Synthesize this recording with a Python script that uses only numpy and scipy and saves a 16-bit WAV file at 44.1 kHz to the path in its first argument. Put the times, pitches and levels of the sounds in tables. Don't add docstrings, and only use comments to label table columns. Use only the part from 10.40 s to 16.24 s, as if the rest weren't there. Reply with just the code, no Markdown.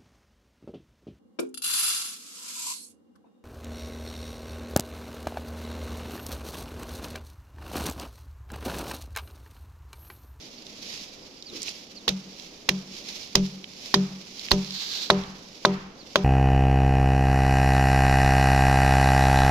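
import sys
import numpy as np
from scipy import signal
from scipy.fft import rfft, irfft, next_fast_len
from scipy.io import wavfile

SR = 44100
rng = np.random.default_rng(int(sys.argv[2]) if len(sys.argv) > 2 else 0)


def to_wav(sig):
    pcm = np.clip(np.atleast_2d(sig), -1, 1) * 32767
    pcm = np.round(pcm).astype(np.int16)
    wavfile.write(sys.argv[1], SR, pcm.T)


N = 257544
TIME = np.arange(N) / SR

# start in seconds, log ring in dB, overtone lift in dB, knock in dB, knock tilt in dB per
# octave, end-grain pitch in Hz, crack in dB, crack length in seconds, crack pitch in Hz,
# crack treble in dB, air puff in dB.
BLOWS = [(1.6786, -31, -31, -26.5, -9, 476, -19, 0.0026, 3350, 1, -65),
         (1.688, -41, -16, -50, 1, 430, -21, 0.0048, 3800, 22, -65),
         (2.2889, -29, -7, -24.5, -1.5, 508, -14.5, 0.0031, 2270, 5.5, -65),
         (2.953, -22, -2.5, -24, -0.5, 404, -11, 0.003, 5870, 2.5, -19),
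         (3.5410, -21, -2, -16, 2, 396, -13, 0.0011, 4860, -11, -52),
         (4.1151, -23.5, 3.5, -18, -0.5, 445, -11.5, 0.0011, 4150, -15, -17),
         (4.7011, -24.5, 8.5, -8.5, 4, 655, -14, 0.0023, 3780, -22, -37),
         (5.25, -25, 8.5, -9, 5.5, 654, -17.5, 0.0024, 3800, -1.5, -53),
         (5.7573, -29, 8, -12, 5.5, 629, -17, 0.0037, 3250, -3, -54)]
# pitch in Hz, level in dB, 60 dB decay in seconds.
LOG_MODES = [(147, -5, 0.53), (247.5, -15, 0.37), (295.3, -14, 0.26), (343.6, -5, 0.19), (395.7, 0, 0.31),
             (484, -15, 0.3), (589.4, -6, 0.21), (758.5, -17, 0.24), (910, -23, 0.3), (997, -14.5, 0.16),
             (1253, -15.5, 0.12)]
# low and high pitch in Hz, level in dB, 60 dB decay in seconds.
SPLIT_MODE = (187.4, 194.0, 5.46, 0.49)
# pitch in Hz, level in dB, 60 dB decay in seconds.
MALLET_MODES = [(896, 2.5, 0.0092), (1075, 1.5, 0.014), (1353, -0.5, 0.011), (1533, -7, 0.011),
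                (1883, -8, 0.0088)]
# start in seconds, peak level in dB, pitch in Hz.
TICKS = [(0.2667, -30.5, 4300), (1.0245, -28.5, 4540), (1.2192, -22.5, 5870), (1.23, -22, 6500),
         (1.282, -24, 2910), (1.2914, -25, 5420), (1.9977, -26.5, 4300), (3.242, -26, 2960),
         (3.9949, -23, 4100), (4.085, -26, 2670), (4.109, -18, 4030), (4.3075, -21.5, 4020),
         (4.837, -29.5, 3820)]
# peak time in seconds, length in seconds, level in dB.
MOVES = [(0.514, 0.21, -39.5), (1.166, 0.051, -39), (1.275, 0.13, -38.5), (2.017, 0.21, -47.5),
         (2.55, 0.11, -42), (2.69, 0.054, -39), (2.764, 0.14, -39.5), (3.458, 0.16, -42),
         (4.053, 0.23, -40.5), (5.24, 0.09, -47), (5.713, 0.17, -50)]
# time in seconds, level in dB.
LEAF_STIR = [(0, -49.5), (.9, -54), (5.2, -52), (5.5, -72), (5.7, -54.5)]
# start in seconds, length in seconds, level in dB.
BIRD_NOTES = [(0.163, 0.057, -47.5), (0.827, 0.028, -43.5), (0.966, .024, -41.5), (1, .025, -44),
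              (1.052, .075, -39.5), (1.55, 0.072, -42.5), (5.584, .07, -48)]
# frequency in Hz, spectral level in dB.
CRACK_EQ = [(1200, -27), (1900, 1.5), (2250, -8), (2650, -2), (3000, -4.5), (3450, -0.5), (4300, 0.5),
            (5200, -4.5), (6300, -8), (7300, -14), (8500, -29.5), (12000, -21), (15000, -31), (16500, -36)]
SCATTER_EQ = [(200, -4), (450, -1.5), (1000, -12.5), (1800, -15.5), (3300, -8.5), (4500, -13), (6200, -10),
              (8000, -31.5), (15000, -42)]
TREE_ECHO_EQ = [(200, 4), (500, -8), (800, 1.5), (1150, 3.5), (1700, -2), (2600, -5.5), (3300, -8.5),
                (5000, -19), (7500, -54)]
RUSTLE_EQ = [(880, -11), (1500, -13.5), (1720, -12), (2270, -1.5), (2880, -1), (5440, 1.5), (7170, -8.5),
             (8660, -28), (9560, -19), (13900, -21.5), (15400, -32), (16000, -61)]
BOOT_EQ = [(410, -76), (700, -20.5), (1460, -18), (1640, -13), (1770, -18), (2920, -10.5), (4100, -1),
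           (7010, -16.5), (8990, -33), (14000, -26.5), (15400, -37), (16000, -67)]
THUD_EQ = [(90, -20), (170, -5), (290, 2), (480, -4), (850, -33), (1300, -18), (3000, -52)]
HUSH_EQ = [(20, -8), (80, -11), (130, -10), (210, 0.5), (320, -3), (500, -5), (900, -14), (1600, -19.5),
           (2300, -20.5), (4000, -23), (4900, -20), (6200, -23), (8600, -46), (13000, -42), (16000, -62)]
# frequency in Hz, left-right correlation from -1 to 1.
STEREO_LIKENESS = [(60, 0.88), (290, .88), (640, 0.5), (1400, -0.22), (3100, 0.21), (15000, 0)]
# frequency in Hz, left minus right in dB.
STEREO_BALANCE = [(200, 0.5), (1300, -1), (2400, -1.5), (4400, -8.5), (8000, -5), (15000, 0.5)]


def log_ring(spread_db=0.5, build_s=0.0073, swell_s=0.025):
    out, age = np.zeros(N), TIME[:SR]
    low_hz, high_hz, split_db, split_t60 = SPLIT_MODE
    for s, ring_db, lift_db, *_ in BLOWS:
        beat = mode(age, low_hz, split_t60) - mode(age, high_hz, split_t60)
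        ring = from_db(split_db) * beat * (1 - np.exp(-age / swell_s))
        for hz, db, t60 in LOG_MODES:
            lift = lift_db * np.clip(np.log2(hz / low_hz) / 1.42, 0, 1.5)
            gain = from_db(db + lift + rng.normal(0, spread_db))
            ring += gain * mode(age, hz, t60) * (1 - np.exp(-age / build_s))
        add(out, s, from_db(ring_db) * ring)
    return place(out, pan_db=1.0, lag_s=0.00002)


def mallet_knocks(spread_db=2.5, detune=0.019, face_db=-2.5, face_t60=0.025, contact_s=0.0004):
    out, age = np.zeros(N), TIME[:SR // 8]
    for s, _, _, knock_db, tilt_db, face_hz, *_ in BLOWS:
        modes = [(face_hz, face_db, face_t60), *MALLET_MODES]
        hz, db, t60 = np.transpose(modes)[:, :, None]
        strength, shift = rng.standard_normal((2, len(hz), 1))
        gain = from_db(db + tilt_db * np.log2(hz / 800) + spread_db * strength)
        knock = np.sum(gain * mode(age, hz * (1 + detune * shift), t60), axis=0)
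        knock *= 1 - np.exp(-age / contact_s)
        add(out, s, from_db(knock_db) * knock / np.std(knock[age < 0.008]))
    out = filtered(out, "high", hz=150)
    return place(out, pan_db=3.5, lag_s=0.00007)


def face_thumps(thump_db=8.0, thump_hz=250, thump_t60=0.022):
    out = np.zeros(N)
    for s, ring_db, *_ in BLOWS:
        add(out, s, from_db(ring_db + thump_db) * mode(TIME[:SR // 8], thump_hz, thump_t60))
    return place(filtered(out, "high", hz=150), pan_db=1.5, lag_s=0.00002)


def hook_cracks(rise_s=0.0014, crack_t60=0.02, trim_db=1.5, peak_db=2.0, peak_q=5.1, treble_hz=6000):
    out, age = np.zeros((2, N)), TIME[:SR // 20]
    tearing = noise(CRACK_EQ, grain_db=5.5)
    for s, *_, crack_db, length_s, hz, treble_db, _ in BLOWS:
        envelope = np.minimum(age / rise_s, 1) * fade(np.maximum(age - length_s, 0), crack_t60)
        burst = tearing[:, round(s * SR):][:, :len(age)] * envelope
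        burst += from_db(peak_db) * signal.lfilter(*signal.iirpeak(hz, peak_q, fs=SR), burst)
        burst += (from_db(treble_db) - 1) * filtered(burst, "high", treble_hz, order=1)
        attack_rms = np.sqrt(np.mean(burst[:, age < 0.008] ** 2))
        add(out, s, from_db(crack_db + trim_db) * burst / attack_rms)
    return out


def echoes(scatter_db=-10, scatter_t60=0.13, onset_s=0.00086, tree_db=-19.5, tree_t60=0.7, bloom_s=0.075):
    near, far, age = np.zeros(N), np.zeros(N), TIME[:SR]
    slap = fade(age, scatter_t60) * np.minimum(age / onset_s, 1)
    tail = fade(age, tree_t60) * (1 - np.exp(-age / bloom_s))
    for s, _, _, knock_db, _, _, crack_db, *_ in BLOWS:
        add(near, s, from_db(crack_db + scatter_db) * slap)
        add(far, s, from_db(knock_db + tree_db) * tail)
    return near * noise(SCATTER_EQ) + far * noise(TREE_ECHO_EQ)


def air_puffs(puff_hz=21, puff_t60=0.23, eddy_hz=55, eddy_depth=0.84):
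    push = -sum(from_db(puff_db) * mode(since(s), puff_hz, puff_t60) for s, *_, puff_db in BLOWS)
    eddies = rms_one(filtered(rng.standard_normal(N), "low", eddy_hz))
    return push * (1 + eddy_depth * eddies) * from_db([[-20], [0]])


def small_ticks(trim_db=-4, tick_t60=0.012):
    out, age = np.zeros((2, N)), TIME[:SR // 20]
    for s, db, hz in TICKS:
        burst = rng.standard_normal((2, len(age))) * fade(age, tick_t60)
        tick = filtered(burst, "band", [hz * 0.77, hz * 1.25])
        add(out, s, from_db(db + trim_db) * tick / np.abs(tick).max(axis=1, keepdims=True))
    return out * from_db([[3], [9]])


def boot_slide(start_s=4.36, stop_s=4.63, peak_db=-31, growth_db_per_s=13, flutter_db=1.44):
    pressing_db = growth_db_per_s * np.minimum(TIME - stop_s, 0)
    envelope = swell(start_s, rise_s=0.21, fall_s=0.14, hold_s=stop_s - start_s)
    return envelope * from_db(peak_db + pressing_db + flutter_db * drift(64)) * noise(BOOT_EQ, grain_db=-1)


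def rustle(trim_db=2.5, flutter_db=1.44, foliage_db=-33, foliage_delay_s=0.085):
    stir = from_db(np.interp(TIME, *np.transpose(LEAF_STIR)))
    moves = [from_db(db) * swell(s, 1.42 * length_s, 1.8 * length_s) for s, length_s, db in MOVES]
    answers = [from_db(crack_db + foliage_db) * swell(s + foliage_delay_s, rise_s=0.081, fall_s=0.22)
               for s, _, _, _, _, _, crack_db, *_ in BLOWS]
    envelope = np.linalg.norm([stir] + moves + answers, axis=0)
    return envelope * from_db(trim_db + flutter_db * drift(70)) * noise(RUSTLE_EQ, grain_db=0.5)


def crackle(snaps_per_s=90, snap_db=-8.5, snap_s=0.0014):
    triggers = rng.random(N) < snaps_per_s / SR
    sizes = from_db(snap_db) * np.minimum(rng.exponential(1, N), 3)
    snaps = signal.lfilter([1], [1, -np.exp(-1 / (snap_s * SR))], triggers * sizes + 1e-18)
    return rms_one(1 + snaps)


def ground_thud(peak_s=1.122, thud_db=-40):
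    return from_db(thud_db) * swell(peak_s, rise_s=0.03, fall_s=0.22) * noise(THUD_EQ)


def bird(top_hz=5140, fall_hz_per_s=27000, waver_hz=45, flutter_db=3.5, trim_db=-4.5):
    out, waver = np.zeros(N), waver_hz * drift(160)
    for s, length_s, db in BIRD_NOTES:
        progress = np.linspace(0, 1, int(length_s * SR))
        hz = top_hz - fall_hz_per_s * length_s * progress + waver[round(s * SR):][:len(progress)]
        envelope = 2.33 * np.sin(np.pi * progress) * (1 - progress)
        add(out, s, from_db(db + trim_db) * envelope * np.sin(2 * np.pi * np.cumsum(hz) / SR))
    return place(out * from_db(flutter_db * drift(130)), pan_db=-7.5, lag_s=0.00004)


def forest_hush(hush_db=-50.5, waver_db=1.13, duck_db=-2, duck_s=5.48, duck_width_s=0.13):
    duck = duck_db * np.exp(-((TIME - duck_s) / duck_width_s) ** 2)
    return from_db(hush_db + waver_db * drift(4.81) + duck) * noise(HUSH_EQ)


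def noise(eq, grain_db=0):
    size = next_fast_len(N)
    hz = np.arange(size // 2 + 1) * SR / size
    grains = from_db(grain_db * np.repeat(rng.standard_normal(N), 64)[:N])
    mid, side = rfft(rng.standard_normal((2, N)) * grains, size)
    alike, sides = at_hz(STEREO_LIKENESS, hz), np.array([[1], [-1]])
    pair = np.sqrt(1 + alike) * mid + np.sqrt(1 - alike) * side * sides
    colour = from_db(at_hz(eq, hz) + sides * at_hz(STEREO_BALANCE, hz) / 2)
    return rms_one(irfft(pair * colour, size)[:, :N])


def mode(age, hz, t60):
    return np.sin(2 * np.pi * hz * age) * fade(age, t60)


def fade(age, t60):
    return np.exp(-np.log(1000) * np.minimum(age / t60, 10))


def swell(peak_s, rise_s, fall_s, hold_s=0):
    before = np.maximum(peak_s - TIME, 0) / rise_s
    after = since(peak_s + hold_s) / fall_s
    return from_db(-20 * np.minimum(before + after, 10))


def drift(points_per_s):
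    return rms_one(np.interp(TIME * points_per_s, np.arange(1000), rng.standard_normal(1000)))


def place(x, pan_db, lag_s):
    return np.array([np.interp(TIME - lag_s, TIME, x), x]) * from_db([[pan_db / 2], [-pan_db / 2]])


def add(track, s, sound):
    start = round(s * SR)
    track[..., start:start + sound.shape[-1]] += sound[..., :N - start]


def since(s):
    return np.maximum(TIME - s, 0)


def at_hz(curve, hz):
    curve_hz, values = np.transpose(curve)
    return np.interp(np.log(hz + 1), np.log(curve_hz), values)


def filtered(x, kind, hz, order=2):
    return signal.sosfilt(signal.butter(order, hz, kind, fs=SR, output="sos"), x)


def from_db(db):
    return 10 ** (np.asarray(db) / 20)


def rms_one(x):
    return x / np.sqrt(np.mean(x ** 2) + 1e-20)


def scene():
    blows = log_ring() + mallet_knocks() + face_thumps() + hook_cracks() + echoes() + air_puffs()
    foley = small_ticks() + (boot_slide() + rustle()) * crackle() + ground_thud()
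    return blows + foley + bird() + forest_hush()


def record(dry, ceiling=0.97, cutoff_hz=16600):
    rounded = ceiling * np.tanh(dry / ceiling)
    return signal.sosfilt(signal.cheby2(12, 70, cutoff_hz, fs=SR, output="sos"), rounded)


dry = scene()
out = record(dry)
to_wav(out)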